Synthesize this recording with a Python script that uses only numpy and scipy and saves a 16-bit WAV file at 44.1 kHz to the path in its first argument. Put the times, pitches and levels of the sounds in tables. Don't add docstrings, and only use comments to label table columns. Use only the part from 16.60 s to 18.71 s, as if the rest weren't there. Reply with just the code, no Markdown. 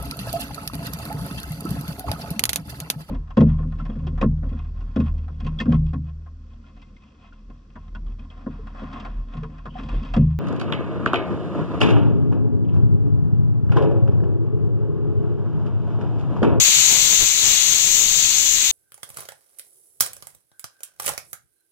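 import sys
import numpy as np
from scipy import signal
from scipy.fft import rfft, irfft
from scipy.io import wavfile
from scipy.ndimage import uniform_filter1d, minimum_filter1d

SR = 44100
rng = np.random.default_rng(int(sys.argv[2]) if len(sys.argv) > 2 else 0)


def gain_from_db(level_db):
    decades = np.asarray(level_db, float) / 20
    return 10 ** decades


def wrap_up_sound(samples):
    columns = np.atleast_2d(samples).T
    tamed = np.clip(columns, -1, 1)
    steps = np.round(tamed * 32767).astype(np.int16)
    wavfile.write(sys.argv[1], SR, steps)


N = 93183

# t/s, level/dB
FLAME_LEVEL = [(0.0, -43), (0.13, -54), (0.2, -38.5), (0.23, -46), (0.33, -39), (0.39, -50), (0.46, -45.5),
               (0.73, -52.5), (0.87, -40), (1.0, -56), (1.02, -48), (1.8, -50.5), (1.82, -50.5),
               (2.11, -52.5)]
# f/Hz, density/dB per Hz
FLAME_COLOUR = [(20, 1), (45, -16), (65, -6), (95, -11.5), (128, -1.5), (165, -10.5), (230, -17),
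                (500, -28)]
# t/s, rumble/dB, top hiss/dB, thud/dB
BUFFET_LEVEL = [(0.0, -38.5, -32, -51), (0.03, -44, -31, -42.5), (0.1, -41, -34, -49),
                (0.13, -56, -41, -61), (0.15, -46, -40, -58), (0.28, -49, -38, -57),
                (0.32, -35.5, -34, -41), (0.4, -43.5, -35, -42), (0.42, -41.5, -34, -48),
                (0.5, -43.5, -35, -44), (0.53, -38.5, -34, -57), (0.58, -49, -36, -46),
                (0.61, -37, -35, -35.5), (0.63, -32.5, -29.5, -33), (0.68, -52, -40, -46),
                (0.8, -49, -38, -51.5), (0.85, -37, -38, -43.5), (0.92, -39.5, -30, -42),
                (0.99, -48, -39, -46), (1.06, -49, -40, -60), (1.12, -43, -36, -43), (1.23, -48, -37, -57),
                (1.27, -41, -39, -47), (1.32, -46.5, -34, -41.5), (1.42, -40.5, -32, -56),
                (1.44, -43, -35.5, -46.5), (1.75, -47.5, -39, -48.5), (1.85, -46, -33, -48.5),
                (1.87, -51, -37, -48), (1.96, -45, -36, -40.5), (2.06, -50, -38, -62),
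                (2.11, -50, -37, -42)]
# f/Hz, density/dB per Hz
RUMBLE_COLOUR = [(15, 3), (30, -2), (60, -8), (120, -10), (250, -15), (600, -17.5), (1200, -21),
                 (2200, -21), (4000, -57)]
# f/Hz, density/dB per Hz
TOP_HISS_COLOUR = [(9000, -30), (10500, -12), (11500, 4), (13000, 8), (15500, 8), (17000, -14)]
# t/s, ringing band/dB, band below/dB
LEFT_STEAM_LEVEL = [(0.02, -16, -24.5), (0.04, -18, -34), (0.05, -19.5, -24.5), (0.08, -17.5, -26),
                    (0.29, -16.5, -25.5), (0.45, -17.5, -26.5), (0.69, -19, -28.5), (0.73, -22, -31.5),
                    (0.83, -20.5, -28), (0.86, -17, -27.5), (0.99, -20, -27.5), (1.4, -18, -29.5),
                    (1.5, -20, -28), (1.58, -18.5, -28), (1.72, -21.5, -28.5), (1.8, -19.5, -28.5),
                    (1.85, -20.5, -31.5), (1.86, -19.5, -28), (1.95, -19.5, -31.5), (1.96, -20, -28.5),
                    (2.1, -19.5, -28.5), (2.11, -22, -26)]
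# f/Hz, density/dB per Hz
LEFT_PORT_COLOUR = [(1000, -71), (1600, -68), (2300, -61.5), (3000, -53.5), (3700, -53), (4400, -52),
                    (5100, -58.5), (5700, -53.5), (6200, -46), (6700, -44.5), (7300, -48), (7900, -52),
                    (8500, -62.5), (8900, -70.5), (9050, -70), (10100, -82), (11000, -74.5), (12000, -73),
                    (15500, -81)]
# f/Hz, density/dB per Hz
RIGHT_PORT_COLOUR = [(250, -80.5), (500, -79.0), (1000, -74.5), (1700, -71), (2300, -59), (3000, -57),
                     (3600, -59), (4200, -63.5), (5000, -61), (6000, -64), (6500, -84), (7100, -73),
                     (8100, -64.5), (9300, -66.9), (10500, -72.5), (11300, -69), (12300, -64.5),
                     (13800, -65.5), (15500, -71.5)]
# f/Hz, width/Hz, height/dB
LEFT_RIPPLES = [(3000, 78, -4.5), (3380, 210, 1.5), (3570, 160, 3), (4000, 140, 4), (6122, 61, 4.5),
                (6370, 25, 1), (6400, 52, 1.5), (6770, 49, 3.5), (6950, 35, 3.5), (7300, 47, 3),
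                (7090, 41, -1.5), (7370, 38, 3), (7385, 21, -3), (7900, 100, -0.5), (7930, 60, -3.5)]
# f/Hz, phase/rad
LEFT_LEAD = [(0, 0.5), (1550, 0.85), (1980, 0.5), (3530, 4), (4130, 3.5), (4820, 2.5), (5340, 5), (6120, 5),
             (8180, 3.4), (9820, 7), (11000, 5.5), (12100, 12.5), (13200, 15), (16500, 9.5)]

FLAME_LEFT_DB, FLAME_RIGHT_DB, FLAME_FLICKER_DB, FLAME_FLICKER_HZ = 0.5, 3, -1.5, 8
THUD_SPLIT_HZ, THUD_GAIN_DB, RUMBLE_GAIN_DB, TOP_HISS_GAIN_DB = 99, 6.5, 6.5, 5
RUMBLE_FLICKER_DB, RUMBLE_FLICKER_HZ = 1.57, 39.95
JET_FLICKER_DB, JET_FLICKER_HZ = 1.49, 9.03
GAP_COUNT, GAP_SWAY_DB, GAP_SWAY_HZ, GAP_DELAY_SPREAD_S = 6, 2.5, 4.03, 0.00002
ROOM_T60_S, ROOM_DB, ROOM_TILT_DB_PER_OCTAVE = 0.25, 0.1, 1
STEAM_SPLIT_HZ, LEFT_RING_GAIN_DB, LEFT_BELOW_GAIN_DB = 5100, 6.5, 8
RIGHT_LOW_DB, RIGHT_TOP_DB = -24.5, -27.5
SETTLE_LOW_DB, SETTLE_TOP_DB, SETTLE_S = 5, 3.5, 0.49
LOPSIDED_DB, LOPSIDED_LOW_HZ, LOPSIDED_TOP_HZ = -20.5, 25, 1090
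LIMIT_CEILING, LIMIT_S, TOP_CUT_HZ = 0.88, 0.002, 15740


def curve(table, column=1):
    table = np.array(table)
    return np.interp(np.arange(N) / SR, table[:, 0], table[:, column])


def colour(x, table, extra_db=0):
    hz, db = np.array(table).T
    f = np.fft.rfftfreq(N, 1 / SR) + 1
    gain_db = np.interp(np.log(f), np.log(hz), db) + extra_db
    gain_db = gain_db - 12 * np.maximum(np.log2(hz[0] / f), 0)
    y = irfft(rfft(x) * gain_from_db(gain_db), N)
    return y / np.std(y)


def walk(rate_hz):
    hold = int(SR / rate_hz)
    steps = np.repeat(rng.standard_normal(N // hold + 1), hold)
    slewed = uniform_filter1d(uniform_filter1d(steps, hold), hold)[:N]
    return slewed / np.std(slewed)


def halves(x, split_hz):
    spectrum = rfft(x)
    is_low = np.fft.rfftfreq(N, 1 / SR) <= split_hz
    low, high = irfft(spectrum * is_low, N), irfft(spectrum * ~is_low, N)
    return low / np.std(low), high / np.std(high)


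def flame():
    level_db = curve(FLAME_LEVEL) + FLAME_FLICKER_DB * walk(FLAME_FLICKER_HZ)
    roar = colour(rng.standard_normal(N), FLAME_COLOUR) * gain_from_db(level_db)
    return np.array([roar * gain_from_db(FLAME_LEFT_DB), roar * gain_from_db(FLAME_RIGHT_DB)])


def buffeting():
    thud, rumble = halves(colour(rng.standard_normal(N), RUMBLE_COLOUR), THUD_SPLIT_HZ)
    flicker_db = RUMBLE_FLICKER_DB * walk(RUMBLE_FLICKER_HZ)
    rumble = rumble * gain_from_db(curve(BUFFET_LEVEL) + RUMBLE_GAIN_DB + flicker_db)
    thud = thud * gain_from_db(curve(BUFFET_LEVEL, column=3) + THUD_GAIN_DB)
    top_hiss = colour(rng.standard_normal(N), TOP_HISS_COLOUR)
    top_hiss = top_hiss * gain_from_db(curve(BUFFET_LEVEL, column=2) + TOP_HISS_GAIN_DB)
    return np.array([rumble + thud + top_hiss, np.zeros(N)])


def jet():
    spectrum = rfft(rng.standard_normal(N))
    f = np.fft.rfftfreq(N, 1 / SR) + 1
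    half_octave = 2 * np.log2(f / 100)
    total = np.zeros(N)
    for centre in range(0, 18, 2):
        band = irfft(spectrum * np.clip(1 - abs(half_octave - centre) / 2, 0, 1), N)
        total += band * gain_from_db(JET_FLICKER_DB * walk(JET_FLICKER_HZ))
    return total


def kitchen(x):
    t = np.arange(SR // 2) / SR
    tails = rng.standard_normal((2, len(t))) * gain_from_db(-60 * t / ROOM_T60_S) * (t > 0.003)
    tails *= gain_from_db(ROOM_DB) / np.sqrt((tails ** 2).sum(axis=1, keepdims=True))
    f = np.fft.rfftfreq(N, 1 / SR)
    tilt = gain_from_db(ROOM_TILT_DB_PER_OCTAVE * np.log2((f + 300) / 6000))
    gap_delay_s = GAP_DELAY_SPREAD_S * rng.standard_normal()
    lead_rad = np.interp(f, *np.array(LEFT_LEAD).T) + 2 * np.pi * f * gap_delay_s
    direct = np.exp(-1j * np.outer([0, 1], lead_rad))
    return irfft(rfft(x) * (direct + rfft(tails, N) * tilt), N)


def share_pressure(x):
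    return x / np.sqrt(uniform_filter1d(x ** 2, SR // 10))


def steam():
    left, right = sum(kitchen(jet() * gain_from_db(GAP_SWAY_DB * walk(GAP_SWAY_HZ))) for _ in range(GAP_COUNT))
    f = np.fft.rfftfreq(N, 1 / SR)
    ripple_db = sum(db / (1 + (2 * (f - hz) / width) ** 2) for hz, width, db in LEFT_RIPPLES)
    below, ring = halves(colour(share_pressure(left), LEFT_PORT_COLOUR, ripple_db), STEAM_SPLIT_HZ)
    ring = ring * gain_from_db(curve(LEFT_STEAM_LEVEL) + LEFT_RING_GAIN_DB)
    below = below * gain_from_db(curve(LEFT_STEAM_LEVEL, column=2) + LEFT_BELOW_GAIN_DB)
    low, top = halves(colour(share_pressure(right), RIGHT_PORT_COLOUR), STEAM_SPLIT_HZ)
    fade = np.exp(-(np.arange(N) / SR / SETTLE_S) ** 2.1)
    low = low * gain_from_db(RIGHT_LOW_DB + SETTLE_LOW_DB * fade)
    top = top * gain_from_db(RIGHT_TOP_DB + SETTLE_TOP_DB * fade)
    return np.array([ring + below, low + top])


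def scene():
    return flame() + buffeting() + steam()


def low_pass(x):
    return signal.sosfilt(signal.butter(12, 16850, fs=SR, output="sos"), x)


def record(dry):
    square = dry[0] ** 2 - np.mean(dry[0] ** 2)
    band = signal.butter(2, [LOPSIDED_LOW_HZ, LOPSIDED_TOP_HZ], "band", fs=SR, output="sos")
    leak = gain_from_db(LOPSIDED_DB) * signal.sosfilt(band, square)
    mix = dry + np.array([leak, np.zeros(N)])
    window = int(LIMIT_S * SR)
    gain = minimum_filter1d(LIMIT_CEILING / np.maximum(abs(mix), LIMIT_CEILING), window)
    mix = mix * uniform_filter1d(gain, window)
    top_cut = signal.ellip(14, 0.2, 75, TOP_CUT_HZ, fs=SR, output="sos")
    mix = signal.sosfilt(top_cut, mix)
    return low_pass(mix)


dry = scene()
out = record(dry)
wrap_up_sound(out)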